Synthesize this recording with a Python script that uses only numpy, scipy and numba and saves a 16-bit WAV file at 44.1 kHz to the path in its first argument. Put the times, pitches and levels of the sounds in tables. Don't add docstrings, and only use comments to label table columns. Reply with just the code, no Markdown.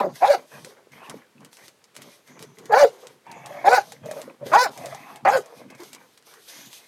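import sys
import numpy as np
from scipy import signal
from scipy.fft import rfft, irfft
from scipy.io import wavfile
from scipy.ndimage import uniform_filter1d
from numba import njit

SR = 44100
rng = np.random.default_rng(int(sys.argv[2]) if len(sys.argv) > 2 else 0)


def unload_audio(sound):
    columns = np.transpose(np.atleast_2d(sound))
    steps = np.round(np.clip(columns, -1, 1) * 32767)
    wavfile.write(sys.argv[1], SR, steps.astype(np.int16))


def linear_from_db(decibels):
    return 10 ** (np.asarray(decibels, float) / 20)


N = 302967


def level(x, db):
    return x * linear_from_db(db) / np.sqrt(np.mean(x ** 2) + 1e-30)


def steady(x, span_s):
    k = int(span_s * SR)
    power = uniform_filter1d(uniform_filter1d(x ** 2, k), k)
    return x / np.sqrt(power + 1e-12)


def walk(rate_hz, count=N):
    k = int(SR / rate_hz)
    held = np.repeat(rng.standard_normal(count // k + 1), k)
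    return uniform_filter1d(held, k)[:count]


def decay(t, t60_s):
    return np.exp(-np.log(1000) * t / t60_s)


def add_at(out, start_s, x):
    i = int(start_s * SR)
    out[i:i + len(x)] += x


@njit
def svf(x, hz, width):
    band, high, b, l = np.empty(len(x)), np.empty(len(x)), 0., 0.
    for i in range(len(x)):
        g, k = np.tan(np.pi * hz[i] / SR), width[i] / hz[i]
        v = (b + g * (x[i] - l)) / (1 + g * (g + k))
        band[i], high[i] = k * v, x[i] - k * v - l - g * v
        b, l = 2 * v - b, l + 2 * g * v
    return band, high


def resonate(x, modes):
    one, out = np.ones(len(x)), np.zeros(len(x))
    for k, (hz, width_hz, db) in enumerate(modes):
        out = out + (-1) ** k * linear_from_db(db) * svf(x, hz * one, width_hz * one)[0]
    return out


def patchy(modes, depth_db, rate_hz, count=N):
    return [(hz, width_hz, db + depth_db * walk(rate_hz, count)) for hz, width_hz, db in modes]


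def swells(start_s, hold_s, db, fall_db_s):
    rise_db_s = 797
    t = np.arange(0, N, 32)[:, None] / SR
    lost_db = np.maximum(rise_db_s * (start_s - t), fall_db_s * (t - start_s - hold_s)).clip(0)
    gain = np.sqrt(np.sum(linear_from_db(db - lost_db) ** 2, axis=1))
    return np.interp(np.arange(N) / SR, t[:, 0], gain)


@njit
def folds(hz, jitter, shimmer, weak, chance):
    pulses, phase, p, k = np.zeros(len(hz) + 1), np.empty(len(hz)), 0., 0
    for i in range(len(hz)):
        step = hz[i] * np.exp(jitter[i] * chance[k, 0]) / SR
        p += step
        if p >= 1:
            p, k = p - 1, k + 1
            size = np.exp(shimmer[i] * chance[k, 1]) * (1 - weak[i] * (k % 2))
            pulses[i] += size * p / step
            pulses[i + 1] += size * (1 - p / step)
        phase[i] = p
    return pulses[:-1], phase


def barks():
    # t/s, f/Hz, level/dB, mouth opening/0-1
    woof = [(0.0, 188, -4, 0), (.01, 191.8, -18, 0.18), (0.025, 197.3, -28.5, 0.27),
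            (.047, 197.5, -19, 0.12), (.061, 191.6, -32, 0.2), (.07, 186.3, -23, 0.04),
            (.088, 174, -33, .1), (.1, 182, -46.5, 0.44), (.15, 175, -62, 0.04)]
    bark_1 = [(.2, 313, -57.5, 1), (.222, 331.4, -18.5, 0.41), (0.238, 385.8, -7.5, 0.55),
              (.272, 499.2, -23, 0.65), (.29, 569.4, -16.5, 0.77), (0.31, 586.6, -10, 0.68),
              (0.328, 523.4, -22.5, 1), (0.349, 368.5, -15, 0.46), (0.388, 287.3, -64.5, 0.26)]
    bark_2 = [(2.692, 467.3, -30.5, 0.18), (2.721, 409.2, -18.5, 0.37), (2.743, 437.7, -6.5, 0.4),
              (2.758, 487.4, -15, 0.49), (2.778, 546.3, -10.5, 0.51), (2.789, 594, -18, 0.86),
              (2.828, 576.8, -6, 0.46), (2.851, 464.3, -8.5, 0.22), (2.909, 319, -71, 0.33)]
    bark_3 = [(3.638, 341, -30.5, 0.41), (3.661, 364.6, -14.5, 0.49), (3.676, 404, -9, 0.54),
              (3.686, 428.3, -7.5, 0.51), (3.693, 455.2, -19.5, 0.52), (3.742, 511.6, -8, 0.64),
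              (3.76, 482.6, -22.5, 0.99), (3.785, 387, -12, 0.57), (3.825, 369, -73, .4)]
    bark_4 = [(4.513, 295, -30, 0.15), (4.531, 324.5, -20.5, 0.64), (4.536, 345.1, -9.5, 0.65),
              (4.568, 465.3, -9, 0.62), (4.59, 493.3, -17, 0.83), (4.628, 511.2, -18.5, 0.67),
              (4.652, 410.5, -26.5, 1), (4.668, 326.5, -19.5, 0.56), (4.699, 265, -78, 0.42)]
    bark_5 = [(5.248, 325.9, -21.5, 0.49), (5.268, 362, -9.5, 0.51), (5.282, 396.4, -12, 0.66),
              (5.301, 436.3, -13.5, 0.63), (5.306, 457.7, -28, 0.27), (5.335, 539.7, -18, 0.69),
              (5.362, 529, -13.5, 0.47), (5.391, 406, -26.5, 0.18), (5.43, 357, -67, 0.52)]
    # t of most air/s, breath level/dB, roughness/0-1, weak alternate pulse/0-1
    pushes = [
        (-.02, -33.5, 0.49, 0.05),
        (0.329, -32.5, 0.27, 0.3),
        (2.82, -28.5, 0.21, 0.79),
        (3.759, -27.5, 0.18, 0.73),
        (4.621, -26.5, 0.07, 0.7),
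        (5.358, -32.5, 0.28, 0.3),
    ]
    # middle t/s, half length/s, hoarse start/s, resonance f scale/ratio
    uneven = [(0.0, 0.02, 0.022, 1.017), (0.323, 0.027, 0.01, 0.95), (2.814, 0.024, 0.019, 0.97),
              (3.725, 0.021, .02, 0.98), (4.563, 0.0087, 0.017, 1.03), (5.356, 0.03, .015, 1.007)]
    # extra level/dB on the resonances near 560, 800, 1050, 1460, 1730 Hz
    vowels = [(1, 2.2, 8.1, 5, -14.5), (-0.3, 1.8, -1.5, -2.5, -0.5), (-2.5, 0.1, 1.1, 3, 7.8),
              (1.6, 0.84, -1.5, -4.2, 2), (-0.5, 0.3, 4, 4.1, 0.1), (1.3, 0.1, 0, -2.5, -2)]
    late_vowels = [(-2, 3.9, 8, 2, 4.1), (3.9, 2.3, -8, 0.8, 0.1), (-1.6, 0.1, -1.5, 2.5, 2.3),
                   (5, 0.81, -3.5, 4, 0.1), (3.2, 0.1, -0.5, 4, 2.1), (1.9, 0.1, -2, 4.5, 4.1)]
    # f at most air/Hz, rise/(Hz/s), level over breath/dB
    teeth_rings = [(4600, 100, -10), (4420, 3300, -9), (4700, 2800, -4.5), (4740, 3400, -6),
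                   (5040, 3800, -0.5), (4630, 10000, -3.5)]
    # f at most air/Hz, rise/(Hz/s), width/Hz
    pockets = [(3080, 500, 400), (3100, 999, 300), (3080, 1000.5, 270), (3100, 999.5, 420),
               (3200, 2500, 530), (3630, -2000, 700)]
    out = np.zeros(N)
    curves = (woof, bark_1, bark_2, bark_3, bark_4, bark_5)
    for curve, push, patch, vowel, late, teeth, pocket in zip(
            curves, pushes, uneven, vowels, late_vowels, teeth_rings, pockets):
        add_at(out, curve[0][0], bark(curve, *push, *patch, vowel, late, *teeth, *pocket))
    return out


def bark(curve, push_s, air_db, rough, weak, uneven_s, half_s, hoarse_s, stretch, vowel_db, late_db,
         teeth_hz, teeth_hz_s, teeth_db, pocket_hz, pocket_hz_s, pocket_width_hz):
    # f/Hz, width/Hz, level mouth shut/dB, level mouth open/dB
    tract_modes = [(216, 130, -9.5, -37.5), (560, 128.5, 13.5, -17), (801, 145, 5.5, -0.5),
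                   (1077, 267, -11.5, -5.5), (1452, 256, -15, -7), (1754, 298, -24.5, -2),
                   (2230, 840, -24.5, -12), (2904, 900, -29, -31)]
    # f/Hz, width/Hz, level/dB
    breath_modes = [(2940, 450, -1), (3580, 1300, 4.5), (4025, 1900, 3.5), (5070, 890, 0), (5430, 820, -5),
                    (6800, 1200, -1.5), (6990, 510, -3.5), (8900, 450, -10.5), (10000, 1300, -18.5),
                    (11300, 800, -10), (13100, 500, -12), (14300, 660, -19.5), (10750, 15000, -23.5)]
    # t from most air/s, level/dB
    breath_shape = [(-.1, -9.5), (-.05, -4.5), (0, -0.5), (.024, -2.5), (.033, -12), (.09, -27.5)]
    vowel_turn = (-.07, -.03)
    s, *columns = np.transpose(curve)
    t = np.arange(s[0], s[-1], 1 / SR)
    n, one, push_t = len(t), np.ones(len(t)), t - push_s
    hz, db, mouth = (np.interp(t, s, c) for c in columns)

    breath_db = air_db + np.interp(push_t, *np.transpose(breath_shape))
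    breath_db = breath_db + 3.4 * np.minimum(np.maximum.accumulate(db) - db.max() + 10.5, 0)

    weak_share = 0.24
    weak = weak * (weak_share + (1 - weak_share) * np.exp(-((t - uneven_s) / half_s) ** 2))
    weak = np.clip(weak, 0, 1)
    calm = 0.56 * rough + 0.015
    rough = np.clip(rough + 0.35 * np.exp(-(t - t[0]) / hoarse_s), 0, 1)
    chance = np.tanh(rng.standard_normal((400, 2)))
    pulses, phase = folds(hz, 0.046 * (calm + rough), 0.93 * (calm + rough), weak, chance)
    pulses = level(pulses, 0)
    puff = np.exp(-phase / 0.63) * rng.standard_normal(n)
    rasp = signal.sosfilt(signal.butter(2, 1100, "high", fs=SR, output="sos"), puff)

    resonance_scale = stretch - 1.4 * np.clip(.3 - mouth, 0, .4)
    vowel = [np.interp(push_t, vowel_turn, pair) for pair in zip(vowel_db, late_db)]
    tract = []
    for (f, width_hz, shut_db, open_db), extra_db in zip(tract_modes, (0, *vowel, 0, 0)):
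        mode_db = shut_db + mouth * (open_db - shut_db) + extra_db
        tract.append((f * resonance_scale, width_hz, mode_db / 2))
    tract = patchy(tract, 0.99, 39.6, n)
    voice = pulses + rough * (.8 * puff + 9 * rasp)
    voice = resonate(resonate(voice, tract), tract)
    for _ in range(3):
        voice = svf(voice, 0.87 * hz, 1.51 * 0.4 * hz)[1]
    voice = voice - 0.56 * resonate(voice, [(370, 150, 0)])

    jet = pulses + 10 * rough * puff
    air = resonate(jet, patchy(breath_modes, 3.5, 45, n))
    teeth_width_hz = 220
    teeth = svf(jet, teeth_hz + teeth_hz_s * push_t, teeth_width_hz * one)[0]
    air = level(air, 0) + level(teeth, teeth_db - 5)
    flutter_db = 2.0 * walk(120, n)

    fade = np.minimum(1, np.minimum(t - t[0] + 1 / SR, t[-1] - t) / 0.003)
    sound = linear_from_db(db) * steady(voice, 0.028) + linear_from_db(breath_db + flutter_db) * steady(air, 0.027)
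    sound = fade * sound
    for _ in range(2):
        sound = sound - 0.62 * svf(sound, pocket_hz + pocket_hz_s * push_t, pocket_width_hz * one)[0]
    return sound


def grumble():
    # start t/s, hold/s, throat level/dB, throat f/Hz, mouth relative level/dB
    growls_and_huffs = [(1.1, 0.011, -52, 443, -1.5), (3.27, 0.2, -45, 932, -8), (3.44, 0.052, -56.5, 914, 3.5),
                        (3.51, 0.29, -40.5, 733, -9), (4.04, 0.16, -42.5, 600, -10.5), (4.235, 0.066, -49.5, 506, -9),
                        (4.425, 0.016, -41.5, 588, -19), (4.463, .2, -38, 536, -12.5), (4.72, .05, -51, 1015, -8.5),
                        (4.775, 0.049, -44, 720, -10), (4.84, 0.064, -40, 642, -12.5),
                        (4.92, 0.039, -46.5, 733, -1.5), (4.98, 0.19, -48, 861, -6.5),
                        (0.156, 0.088, -52.5, 807, -0.5), (0.375, 0.0067, -39.5, 597, -14),
             (0.521, 0.071, -48.5, 597, -3), (0.652, 0.067, -53, 515, -9), (0.769, 0.01, -52.5, 509, -10.5),
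             (0.93, 0.12, -55.5, 614, 3), (1.04, 0.07, -44.5, 1136, -12), (1.19, 0.036, -58, 514, -5),
             (1.418, 0.042, -55, 510, -6.5), (1.584, 0.058, -56.5, 538, -1),
             (1.969, 0.15, -53.5, 560, -3.5), (2.275, 0.038, -59, 543, -0.5), (2.367, 0.081, -50, 466, -9),
             (2.45, 0.1, -60, 426, -12.5), (2.592, 0.12, -50, 455, -13), (2.89, 0.1, -50, 493, -12.5),
             (3.031, 0.085, -52, 507, -12), (3.826, 0.14, -55, 635, -10), (5.431, 0.2, -49, 621, -10),
             (5.7, 0.048, -53, 693, -4), (5.799, 0.038, -47.5, 429, -5.5), (5.924, 0.099, -56, 511, -3),
             (6.277, 0.11, -56.5, 440, -4), (6.481, 0.16, -57.5, 685, 3), (6.708, 0.14, -62.5, 670, 1.5)]
    # start t/s, hold/s, level/dB
    rumbles = [(0.048, 0.07, -42.5), (0.225, 0.0098, -45), (0.38, 0.013, -54), (0.538, 0.12, -52),
               (0.93, 0.093, -54), (1.091, 0.065, -48), (1.361, 0.11, -54), (1.617, 0.022, -58),
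               (1.982, 0.1, -55), (2.291, 0.23, -54.5), (2.587, 0.15, -51), (2.84, 0.071, -61),
               (3.07, 0.056, -57), (3.293, 0.4, -51), (3.722, 0.032, -53), (3.787, 0.38, -59),
               (4.02, 0.26, -46.5), (4.418, 0.15, -45), (4.66, 0.038, -48), (4.775, 0.37, -51),
               (5.232, 0.15, -44.5), (5.573, 0.18, -52), (5.826, 0.06, -57), (5.926, 0.15, -62.5),
               (6.554, 0.12, -57.5)]
    # multiple of throat f, width/Hz, level/dB
    throat_modes = [(1, 85, 1.5), (.75, 64, -2)]
    # f/Hz, width/Hz, level/dB
    jaw_modes = [(473, 500, -4.5), (1150, 640, -3.5)]
    mouth_modes = [(1595, 420, -2), (2167, 220, 1.5), (2485, 180, 0), (3300, 300, -4)]
    chest_modes = [(137.6, 23, 2), (258, 70, 0.5)]
    throat_fall_db_s, chest_fall_db_s = 245.5, 295
    shape_s, drift = 0.0046, .025
    s, hold_s, db, hz, mouth_db = np.transpose(sorted(growls_and_huffs))
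    now = np.searchsorted(s[1:] - shape_s / 2, np.arange(N) / SR)
    throat_hz, open_db = (uniform_filter1d(c[now], int(shape_s * SR)) for c in (hz, mouth_db))
    throat_hz = throat_hz * np.exp(drift * walk(13))

    one, chance = np.ones(N), np.tanh(rng.standard_normal((2000, 2)))
    flaps, phase = folds(65 * linear_from_db(2.5 * walk(6)), .5 * one, 0.75 * one, 0 * one, chance)
    puff = (.7 + np.exp(-phase / 0.5)) * rng.standard_normal(N)
    source = level(signal.lfilter([1], [1, -.9], flaps), -17) + level(puff, -1)

    throat = patchy([(k * throat_hz, w, d / 2) for k, w, d in throat_modes], 1.5, 25)
    jaw = patchy([(f, w, d / 2) for f, w, d in jaw_modes], 1.5, 15)
    throat_sound = resonate(resonate(source, throat), throat)
    throat_sound = throat_sound + linear_from_db(0.65 * open_db) * resonate(resonate(source, jaw), jaw)

    follow = (throat_hz / 700) ** 0.19
    lips = [(f * follow * np.exp(drift * walk(9)), w, d) for f, w, d in mouth_modes]
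    mouth_sound = resonate(resonate(puff, lips) + .15 * puff, patchy(lips, 4.0, 16))
    chest_sound = resonate(source, patchy(chest_modes, 4.5, 8))

    throb = linear_from_db(2.2 * walk(50))
    out = throb * swells(s, hold_s, db, throat_fall_db_s) * steady(throat_sound, 0.39)
    out = out + swells(s, hold_s, db + mouth_db, throat_fall_db_s) * steady(mouth_sound, 0.39)
    return out + swells(*np.transpose(rumbles), chest_fall_db_s) * steady(chest_sound, 0.39)


def nose():
    # start t/s, hold/s, level/dB
    pants = [(0.159, 0.15, -48.5), (0.383, 0.032, -57), (0.479, 0.22, -57.5), (0.929, 0.24, -62),
             (1.531, 0.14, -58), (1.955, 0.0088, -61), (2.015, 0.15, -57.5), (2.269, 0.033, -61),
             (2.4, 0.023, -57), (2.558, 0.24, -64), (2.912, 0.21, -60.5), (3.293, 0.15, -68),
             (3.464, 0.46, -58.5), (3.816, 0.12, -57), (4.063, 0.16, -54), (4.467, 0.046, -47),
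             (4.716, 0.24, -54.5), (5, 0.11, -56.5), (5.404, 0.2, -59.5), (5.784, 0.11, -56),
             (5.922, 0.017, -65), (5.997, 0.15, -64), (6.264, 0.25, -57), (6.486, 0.13, -48),
             (6.66, 0.12, -51), (6.8, .1, -57.5)]
    # f/Hz, width/Hz, level/dB
    nose_modes = [(3370, 1300, -0.5), (5400, 1900, -1), (6330, 490, 3), (8500, 2100, -6.5),
                  (11800, 2900, -4.5), (14700, 1800, -12.5)]
    # start t/s, hold/s, level/dB
    whistles = [
        (2.306, 0.66, -67),
        (3.352, 0.41, -65),
        (6.497, 0.16, -54.5),
    ]
    # f/Hz, width/Hz, level/dB
    nostril_modes = [(6000, 250, -3), (6820, 303, -2.5), (3350, 150, -7.5)]
    fall_db_s = 186
    hiss = resonate(rng.standard_normal(N), patchy(nose_modes, 1.5, 10))
    whistle = resonate(rng.standard_normal(N), patchy(nostril_modes, 4, 20))
    sniff = linear_from_db(2.5 * walk(25))
    out = sniff * swells(*np.transpose(pants), fall_db_s) * steady(hiss, 0.39)
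    return out + swells(*np.transpose(whistles), fall_db_s) * steady(whistle, 0.39)


def gulps():
    # t/s, peak level/dB, ring f/Hz
    gulp_events = [(4.06, -31, 600), (4.087, -25.5, 612), (4.113, -26.5, 624), (4.165, -27.5, 560),
                   (4.277, -29, 512), (4.414, -33, 560), (4.428, -25.5, 578), (4.464, -25.5, 517),
                   (4.845, -28, 700), (4.865, -30.5, 592), (4.883, -35, 595), (4.925, -30, 676),
                   (4.95, -35, 770)]
    rise_s, t60_s = 0.0032, 0.053
    out, t = np.zeros(N + SR), np.arange(SR // 5) / SR
    for s, db, hz in gulp_events:
        ring = np.sin(2 * np.pi * hz * t)
        ring = ring + .45 * np.sin(2 * np.pi * 0.96 * hz * t) + 0.18 * np.sin(2 * np.pi * .72 * hz * t)
        add_at(out, s, linear_from_db(db + 2.5) * ring * (1 - np.exp(-t / rise_s)) * decay(t, t60_s))
    return out[:N]


def claws():
    # t/s, tick peak level/dB, plank f/Hz
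    ticks = [(0.157, -31.5, 982), (0.6473, -27.5, 367), (.7725, -51, 500), (0.92, -39.5, 560),
             (1.0969, -22.5, 382), (1.406, -45, 560), (1.448, -32.5, 560), (1.53, -32.5, 910),
             (1.5163, -49, 704), (1.5698, -33, 1110), (1.6813, -31, 362), (1.8416, -38.5, 293),
             (1.9457, -46.5, 1150), (1.9531, -34, 700), (1.9649, -25, 552), (2.0196, -29.5, 1110),
             (2.393, -30, 417), (2.426, -26, 433), (3.0704, -25.5, 486), (3.3153, -30.5, 910),
             (4.217, -25, 534), (5.1596, -29.5, 810), (5.46, -34, 600), (5.9309, -28.5, 564),
             (5.9487, -26.5, 490), (6.1757, -37.5, 1180), (6.2254, -41, 678), (6.4995, -34.5, 715),
             (6.73, -29.5, 974)]
    # t/s, tick peak level/dB, knock relative level/dB, plank f/Hz
    paw_steps = [(0.8705, -61.5, 20, 466), (1.1418, -48.5, 21, 463), (2.2762, -41.5, -16.5, 436),
                 (2.5856, -34, -27, 415.5), (2.6564, -33.5, -6, 296), (3.2665, -48.5, 11, 914),
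                 (3.4603, -24.5, -16, 736), (3.921, -28, -6, 790), (4.0586, -35, 3, 580),
                 (4.1128, -22.5, -3, 663), (4.3031, -48.5, 12, 522), (4.4667, -26, 2, 520),
                 (4.7762, -27.5, -19, 740), (4.8589, -21.5, -12, 520), (4.9478, -27, -4.5, 776),
                 (5.703, -36.5, -4.5, 388), (5.7498, -40, -12, 890), (5.8032, -36, -2, 375),
                 (5.8348, -32.5, -9, 374), (6.2692, -44, -6, 395), (6.339, -37.5, -6, 1140)]
    # t/s, peak level/dB, ring f/Hz
    scuffs = [(1.063, -38, 2570), (1.1747, -51, 2380), (1.1897, -55, 1660), (1.221, -46, 1750),
              (1.2447, -49.5, 1680), (1.381, -47, 2580), (2.572, -44.5, 2050), (4.278, -43, 1470),
              (4.299, -41, 2500), (4.111, -31, 1750), (5.035, -36, 2040), (0.1569, -40.5, 2090)]
    claw_knock_db, knock_t60_s, scuff_t60_s = -20, 0.021, 0.016
    out, t = np.zeros(N + SR), np.arange(SR // 5) / SR
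    bright = signal.butter(2, [1400, 9000], "band", fs=SR, output="sos")
    crack = np.exp(-t / 0.00019)
    bounce = 0.1 * (t > .0013) * np.exp(-np.abs(t - .0013) / 0.00015)
    shape = crack + bounce + 0.22 * decay(t, 0.064)
    for s, db, knock_db, hz in paw_steps + [(s, db, claw_knock_db, hz) for s, db, hz in ticks]:
        tick = signal.sosfilt(bright, rng.standard_normal(len(t)) * shape)
        knock = np.sin(2 * np.pi * hz * t) * decay(t, knock_t60_s) * (1 - np.exp(-t / 0.0008))
        add_at(out, s, linear_from_db(db) * (tick / np.abs(tick).max() + linear_from_db(knock_db + 4.5) * knock))
    for s, db, hz in scuffs:
        add_at(out, s, linear_from_db(db) * np.sin(2 * np.pi * hz * t) * decay(t, scuff_t60_s))
    return out[:N]


def porch(x):
    # delay/s, level/dB
    echoes = [
        (.0031, -17),
        (.0074, -19.5),
        (.0128, -17.5),
    ]
    t60_s, tail_db = 0.12, -18
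    t = np.arange(int(.4 * SR)) / SR
    tail = rng.standard_normal(len(t)) * (t > .004) * decay(t, t60_s)
    tail = signal.lfilter([1], [1, -.6], tail)
    tail = linear_from_db(tail_db) * tail / np.sqrt(np.sum(tail ** 2))
    for delay_s, db in echoes:
        tail[int(delay_s * SR)] += linear_from_db(db)
    return signal.fftconvolve(x, tail)[:N]


def outdoors():
    # f/Hz, density/dB
    air_spectrum = [(25, -15), (59, -12), (100, -5.5), (471, 1), (648, -4.5), (1680, -7), (12100, -20),
                    (15600, -30)]
    hz, db = np.transpose(air_spectrum)
    f = np.arange(N // 2 + 1) * SR / N + 1
    gain = linear_from_db(np.interp(np.log(f), np.log(hz), db))
    return level(irfft(rfft(rng.standard_normal(N)) * gain, N), -62.5)


def scene():
    echoing = barks() + gulps() + claws()
    return (echoing + porch(echoing) + grumble() + nose() + outdoors())[None]


def roll_off(x):
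    return signal.sosfilt(signal.butter(12, 16510, fs=SR, output="sos"), x)


def record(dry):
    mic_hz, top_hz, leak_db = 105, 16100, -22
    x = 0.88 * np.tanh(dry / 0.77)
    x = signal.sosfilt(signal.butter(3, mic_hz, "high", fs=SR, output="sos"), x) - linear_from_db(leak_db) * x
    x = x + 0.024 * x ** 2
    x = signal.sosfilt(signal.ellip(8, .2, 60, top_hz, fs=SR, output="sos"), x)
    return roll_off(x)


dry = scene()
out = record(dry)
unload_audio(out)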